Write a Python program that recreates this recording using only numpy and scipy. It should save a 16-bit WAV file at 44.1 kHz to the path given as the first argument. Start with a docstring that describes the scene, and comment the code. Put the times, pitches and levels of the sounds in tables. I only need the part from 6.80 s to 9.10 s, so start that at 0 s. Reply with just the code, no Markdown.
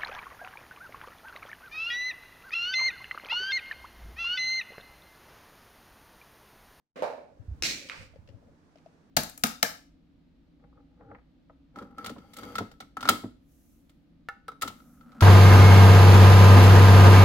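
"""Ironing fabric strips on a padded board in a bare, ringing room.
Over a faint, mostly low background, a scuff of shaped noise runs into a hollow knock made of dying tones.
The board thumps with short swelling low tones, and the iron is taken up with a sharp double-snap clack.
The sole then swishes onto the cloth in fluttering noise, amid tiny ticks, a smaller click and low rumble.
Light hollow taps follow, with a duller drag of noise among them."""
import sys
import numpy as np
from scipy import signal
from scipy.fft import rfft, irfft
from scipy.io import wavfile
from scipy.ndimage import uniform_filter1d

SR = 44100
rng = np.random.default_rng(int(sys.argv[2]) if len(sys.argv) > 2 else 0)


def generate_wav(sig):
    """Save sig (samples, or channels by samples) to the path in sys.argv[1] as 16-bit PCM at SR."""
    pcm = np.round(np.clip(np.atleast_2d(sig).T, -1, 1) * 32767).astype(np.int16)
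    wavfile.write(sys.argv[1], SR, pcm)


N = 101430  # length of the scene [samples]
T = np.arange(N) / SR  # time [s]
FREQS = np.maximum(np.arange(N // 2 + 1) * SR / N, 1)  # [Hz], kept above zero for the log axis

# colour of the room's answer to the knock and the taps: (frequency [Hz], relative level per Hz [dB])
KNOCK_WASH = [(59, -74), (100, -32), (143, -31.5), (215, -34), (249, -18), (308, -29), (595, -2), (662, -9),
              (910, -10), (1330, -22), (1680, -21), (2000, -30), (2220, -24.5), (3400, -40), (3940, -33.5),
              (16000, -63.5)]


def from_db(db):
    """Turn decibels into gain."""
    return 10 ** (np.asarray(db) / 20)


def at_hz(points):
    """Read a table at every frequency, along a log axis."""
    hz, value = np.transpose(points)
    return np.interp(np.log(FREQS), np.log(hz), value)


def level(points):
    """Turn a level curve into gain over time."""
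    return from_db(np.interp(T, *np.transpose(points)))


def panned(pan_db):
    """Gains of left and right; a positive value makes the left louder."""
    return from_db(np.array([[.5], [-.5]]) * pan_db)


def place(x, s, db, pan_db):
    """Start a sound at a given time, level and side."""
    start = int(np.clip(s * SR, 0, N - 1))
    delayed = np.pad(x * panned(pan_db), ((0, 0), (start, 0)))[:, :N]
    return delayed * from_db(db)


def noise(spectrum):
    """Coloured stereo noise of rms 1, most alike on both sides in the bass."""
    # how alike the sides are: (frequency [Hz], left-right correlation [-1 to 1])
    likeness = [(40, 0.38), (125, 0.54), (250, 0.91), (500, 0.52), (1000, 0.04), (12000, 0.089)]
    alike = np.clip(at_hz(likeness), -1, 1)
    mid, side = rfft(rng.standard_normal((2, N)))
    shared = np.sqrt(1 + alike) * mid
    opposed = np.sqrt(1 - alike) * side * [[1], [-1]]
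    x = irfft((shared + opposed) * from_db(at_hz(spectrum)), N)
    return x / x.std()


def ring(modes):
    """Struck tones, each losing 60 dB in its own time."""
    tones = 0
    for hz, db, t60 in modes:
        loss_db = np.minimum(60 * T / t60, 300)
        tones = tones + from_db(db - loss_db) * np.sin(2 * np.pi * hz * T)
    return tones


def crack(low_hz, high_hz, db, decay_s):
    """The brief noisy burst of a hard contact, limited to a band of pitch."""
    burst = rng.standard_normal((2, N)) * np.exp(-np.minimum(T / decay_s, 20))
    band = signal.butter(1, [low_hz, min(high_hz, 18000)], "band", fs=SR, output="sos")
    return from_db(db) * signal.sosfilt(band, burst)


def apart(x, lag_s):
    """The same sound at two microphones: a positive lag delays the left, a negative one the right."""
    return np.array([np.interp(T - max(lag, 0), T, x, left=0) for lag in (lag_s, -lag_s)])


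def thin(x, hz):
    """Small parts radiate little bass, so the lows are filtered away."""
    return signal.sosfilt(signal.butter(2, hz, "high", fs=SR, output="sos"), x)


def grain(depth_db):
    """A gain that flutters every few milliseconds, by a given rms depth."""
    flutter = uniform_filter1d(rng.standard_normal(N), size=150)
    return from_db(depth_db * flutter / flutter.std())


def wash(spectrum, build_s):
    """The room's answer to a blow: builds quickly, then each band dies at its own rate."""
    # how long the room rings: (frequency [Hz], time to fall by 60 dB [s])
    room_t60 = [(150, 0.62), (400, 0.68), (1000, 0.46), (2700, 0.5), (7000, 0.43), (15000, 0.47)]
    source, out = rfft(noise(spectrum)), 0
    for hz, t60 in room_t60:
        # neighbouring bands fade into each other
        share = at_hz([(f, float(f == hz)) for f, _ in room_t60])
        out = out + irfft(source * share, N) * np.exp(-np.log(1000) * T / t60)
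    build = 1 - np.exp(-T / build_s)
    return out * build * grain(depth_db=1)  # reflections arrive in clumps


def rub(spectrum, start_s, end_s, attack_s, release_s, grain_db):
    """Fluttering noise of rough contact, with attack, hold and release."""
    attack = np.clip((T - start_s) / attack_s, 0, 1)
    release = np.exp(-np.maximum(T - end_s, 0) / release_s)
    return noise(spectrum) * attack * release * grain(grain_db)


def bump(hz, rise_s):
    """A padded blow: a tone that swells and dies."""
    age = np.minimum(T / rise_s, 20)
    return age * np.exp(1 - age) * np.sin(2 * np.pi * hz * T)


def background():
    """A soft noise bed, strongest in the lows, whose level wanders."""
    # its colour: (frequency [Hz], relative level per Hz [dB])
    colour = [(18, -57.5), (30, -27.5), (90, -3), (127, -24), (149, 1.5), (184, -7), (295, -2),
              (374, -14.5), (461, -9.5), (512, -15.5), (822, -17.5), (1670, -22.5), (1810, -24.5),
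              (2900, -31.5), (5900, -34.5), (16000, -56.5)]
    # its loudness: (time [s], level [dB])
    loudness = [(0, -82), (.14, -106), (.165, -64.5), (.55, -64.5), (.75, -59), (1.3, -64), (1.65, -63.5),
                (1.85, -61.5), (2.1, -61), (2.3, -62)]
    return level(loudness) * noise(colour) * panned(-1.9)


def rumble():
    """Low noise of the iron's movement, rising and falling in level."""
    # its colour: (frequency [Hz], relative level per Hz [dB])
    colour = [(20, -5), (50, 0), (95, 2.5), (140, -4), (250, -11), (600, -50)]
    # its loudness: (time [s], level [dB])
    loudness = [(.12, -102), (.2, -74), (.45, -75), (.56, -66), (.65, -57.5), (.85, -50.5), (1.05, -67.5),
                (1.12, -75), (1.21, -48.5), (1.3, -62), (1.38, -58), (1.56, -62), (1.68, -60), (1.8, -72),
                (2.3, -70.5)]
    return level(loudness) * noise(colour)


def scuff():
    """A short rub, heard as fluttering noise, that runs into the knock."""
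    # its colour: (frequency [Hz], relative level per Hz [dB])
    colour = [(59, -71), (100, -65), (234, -3), (343, -14), (583, -0.5), (891, -28), (1080, -12.5),
              (1330, -18.5), (2080, -18.5), (16000, -54.5)]
    rubbing = rub(colour, start_s=.157, end_s=.21, attack_s=0.0046, release_s=.07, grain_db=-1.0)
    return from_db(-43) * panned(-2.5) * rubbing


def knock():
    """A hollow body struck: dying tones and a noisy contact, ringing on in the room."""
    # the blow: (time [s], level [dB], left-right difference [dB])
    blow = (0.2228, -18.5, -2.5)
    # short hollow tones: (frequency [Hz], relative level [dB], time to fall by 60 dB [s])
    hollow_modes = [(530, -3.5, 0.073), (603, -9.5, 0.075), (829, -13, 0.0347), (1340, -35, 0.016),
                    (2720, -22, 0.0078)]
    # fainter tones that ring longer: (frequency [Hz], relative level [dB], time to fall by 60 dB [s])
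    long_modes = [(513, -24, .35), (597, -20, .42), (632, -26, .4), (705, -29, .4), (790, -28, .45),
                  (846, -28, .35), (888, -31, .45)]
    tones = apart(ring(hollow_modes) + ring(long_modes), lag_s=-0.0003)
    contact = crack(low_hz=800, high_hz=7000, db=-24, decay_s=0.0057)
    direct = thin(tones + contact, hz=330)
    room = from_db(-9.5) * panned(-1.3) * wash(KNOCK_WASH, build_s=0.0072)
    return place(direct + room, *blow)


def board():
    """Low thumps through the padded board, each a short swelling tone."""
    # the thumps: (time [s], level [dB], left-right difference [dB], pitch [Hz])
    thumps = [(0.595, -48, 26, 103.4), (0.682, -30, -4.5, 77.6), (0.713, -28, -3.5, 69.6),
              (0.809, -40, -1, 68), (0.926, -53.5, -18, 76.6), (1.193, -56, -25, 77), (1.322, -52, -13, 70),
              (1.386, -50, -16.5, 92.4), (1.443, -53.5, -14, 83), (1.495, -50.5, 18, 95.6),
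              (1.540, -48.5, 22, 104)]
    return sum(place(bump(hz, rise_s=0.0083), s, db, pan_db) for s, db, pan_db, hz in thumps)


def clack():
    """A hard double snap, a short rattle and a dull body, thrown back by near walls and the whole room."""
    # the clack: (time [s], level [dB], left-right difference [dB])
    blow = (0.8234, -17.5, 4)
    # first reflections: (delay [s], relative level [dB], left-right difference [dB])
    reflections = [(.0023, -13, 0), (.0118, 2, 0), (.0146, -7, -1), (.0196, -4, -3), (.0265, -7, -2),
                   (.030, -7, 0)]
    # short rings of the hard parts: (frequency [Hz], relative level [dB], time to fall by 60 dB [s])
    hard_modes = [(1950, -35, 0.0033), (2634, -4.5, 0.00473), (4060, -3, .003), (5450, -1.5, 0.005),
                  (6600, -8.5, .002)]
    # the iron's body: (frequency [Hz], relative level [dB], time to fall by 60 dB [s])
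    body_modes = [(335, -17, 0.11), (496, -17.5, .05), (780, -20.5, .03)]
    # metal that rings on faintly: (frequency [Hz], relative level [dB], time to fall by 60 dB [s])
    metal_modes = [(2415, -28, .6), (2449, -26, .6), (3673, -24, .45), (3985, -25, .45), (4402, -26, .5),
                   (5115, -27, .45), (5658, -27, .45)]
    # colour of rattle and room: (frequency [Hz], relative level per Hz [dB])
    colour = [(60, -29.5), (100, -17.5), (150, -8), (190, -10), (245, -4.5), (330, -8), (430, -13),
              (540, -11), (750, -15.5), (1050, -21.5), (1600, -9), (2350, -0.5), (3150, -8), (3800, -4.5),
              (4300, 1), (4750, -6.5), (5700, -2.5), (7400, -8.5), (9600, -20), (12000, -23.5),
              (15500, -25.5)]
    snap_gap_s, room_delay_s = .00075, .011
    s, db, pan_db = blow

    hard_ring = apart(ring(hard_modes), lag_s=-.00005)
    contact = crack(low_hz=2980, high_hz=5910, db=-1, decay_s=0.00083)
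    snap = thin(thin(hard_ring + contact, hz=1510), hz=1510)
    # the first snap is the weaker one
    snaps = place(snap, 0, -5.5, 0) + place(snap, snap_gap_s, 0, 0)
    body = from_db(-3.5) * thin(ring(body_modes), hz=250)
    direct = place(snaps + body, s, db, pan_db)

    echoes = sum(place(snaps, s + delay, db + echo_db, side_db) for delay, echo_db, side_db in reflections)
    rattling = rub(colour, start_s=.8232, end_s=.838, attack_s=.001, release_s=0.011, grain_db=2.5)
    rattle = from_db(-31.5) * rattling
    tail = wash(colour, build_s=.014) + apart(ring(metal_modes), lag_s=.00005)
    return direct + echoes + rattle + place(tail, s + room_delay_s, db=-23.0, pan_db=-2.5)


def swish():
    """The sole swishes onto the cloth: friction noise roughened by the weave."""
    # its colour: (frequency [Hz], relative level per Hz [dB])
    colour = [(200, -15), (400, -7), (530, 12.5), (750, -23), (1500, -12), (2400, 7), (3300, -8.5),
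              (4700, -3.5), (6500, -11.5), (8500, -12), (9500, -22.5), (15000, -28)]
    rubbing = rub(colour, start_s=1.0, end_s=1.232, attack_s=0.013, release_s=0.047, grain_db=2.0)
    return from_db(-54) * panned(-1.5) * rubbing


def ticks():
    """Tiny crunchy ticks of the housing: fresh noise bursts that share one room tail."""
    # the ticks: (time [s], level [dB], left-right difference [dB])
    tick_rows = [(1.088, -35, 9), (1.207, -48, -1), (1.359, -54.5, 3), (1.475, -49, 0.5),
                 (1.488, -50.5, 12), (1.499, -55, 0), (1.957, -51.5, 0), (1.973, -55, 0), (1.984, -53, 1),
                 (2.061, -56, 6)]
    # their colour: (frequency [Hz], relative level per Hz [dB])
    colour = [(300, -24), (1500, -1), (2800, 6), (3700, -2.5), (5000, 0), (8000, -17.5), (15000, -29)]
    room = from_db(-30.5) * wash(colour, build_s=0.0059)
    fade = np.exp(-np.minimum(T / 0.0057, 20))  # decay time in s
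    return sum(place(from_db(-10) * noise(colour) * fade + room, *row) for row in tick_rows)


def click():
    """A smaller, duller click of the housing: short tones and a noisy contact, with echoes and room."""
    # the click: (time [s], level [dB], left-right difference [dB])
    blow = (1.098, -24.5, -5)
    # first reflections: (delay [s], relative level [dB], left-right difference [dB])
    reflections = [(.0006, -2.5, 0.5), (.0029, -17, -2), (.0083, -14, 0), (0.02, -12, 0)]
    # short rings: (frequency [Hz], relative level [dB], time to fall by 60 dB [s])
    modes = [(1350, -19, 0.016), (2100, -29, .007), (2444, 3, 0.013), (3800, -12.5, 0.014)]
    # colour of the room's answer: (frequency [Hz], relative level per Hz [dB])
    colour = [(150, -22), (600, -11), (1250, -1.5), (2300, -1.5), (3400, -11), (5000, -12.5), (8000, -28),
              (15000, -40)]
    tones = apart(ring(modes), lag_s=.00003)
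    contact = crack(low_hz=1520, high_hz=3240, db=-8, decay_s=0.00069)
    direct = thin(tones + contact, hz=930)
    echoes = sum(place(direct, *echo) for echo in reflections)
    room = from_db(-16) * wash(colour, build_s=0.011)
    return place(direct + echoes + room, *blow)


def taps():
    """Light hollow taps as the iron is pushed along: short swelling tones that share one room tail."""
    # the taps: (time [s], level [dB], left-right difference [dB], pitch [Hz])
    tap_rows = [(1.337, -57, 14, 640), (1.359, -46, 7.5, 530), (1.487, -51, 6.5, 544),
                (1.626, -59.5, 9.5, 594), (1.684, -55, 7, 540), (1.956, -50.5, 7, 625),
                (2.0605, -43.5, 6, 655)]
    room = from_db(-23) * wash(KNOCK_WASH, build_s=0.0028)
    return sum(place(bump(hz, rise_s=0.0028) + room, s, db, pan_db) for s, db, pan_db, hz in tap_rows)


def drag():
    """The sole drags along the cloth: duller friction noise roughened by the weave."""
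    # its colour: (frequency [Hz], relative level per Hz [dB])
    colour = [(130, -10), (240, 2.5), (300, 1), (400, -11.5), (550, 3), (680, -9.5), (950, -22),
              (3000, -35), (12000, -57)]
    rubbing = rub(colour, start_s=1.45, end_s=1.696, attack_s=0.035, release_s=0.066, grain_db=1.5)
    return from_db(-63) * panned(1) * rubbing


def scene():
    """Add all the sounds together."""
    handling = scuff() + knock() + board() + clack() + ticks() + click() + taps()
    sliding = rumble() + swish() + drag()
    return background() + handling + sliding


def record(dry):
    """Cut the top steeply above 16.1 kHz."""
    low_pass = signal.ellip(10, .2, 80, 16100, fs=SR, output="sos")  # ripple .2 dB, rejection 80 dB
    return signal.sosfilt(low_pass, dry)


dry = scene()
out = record(dry)
generate_wav(out)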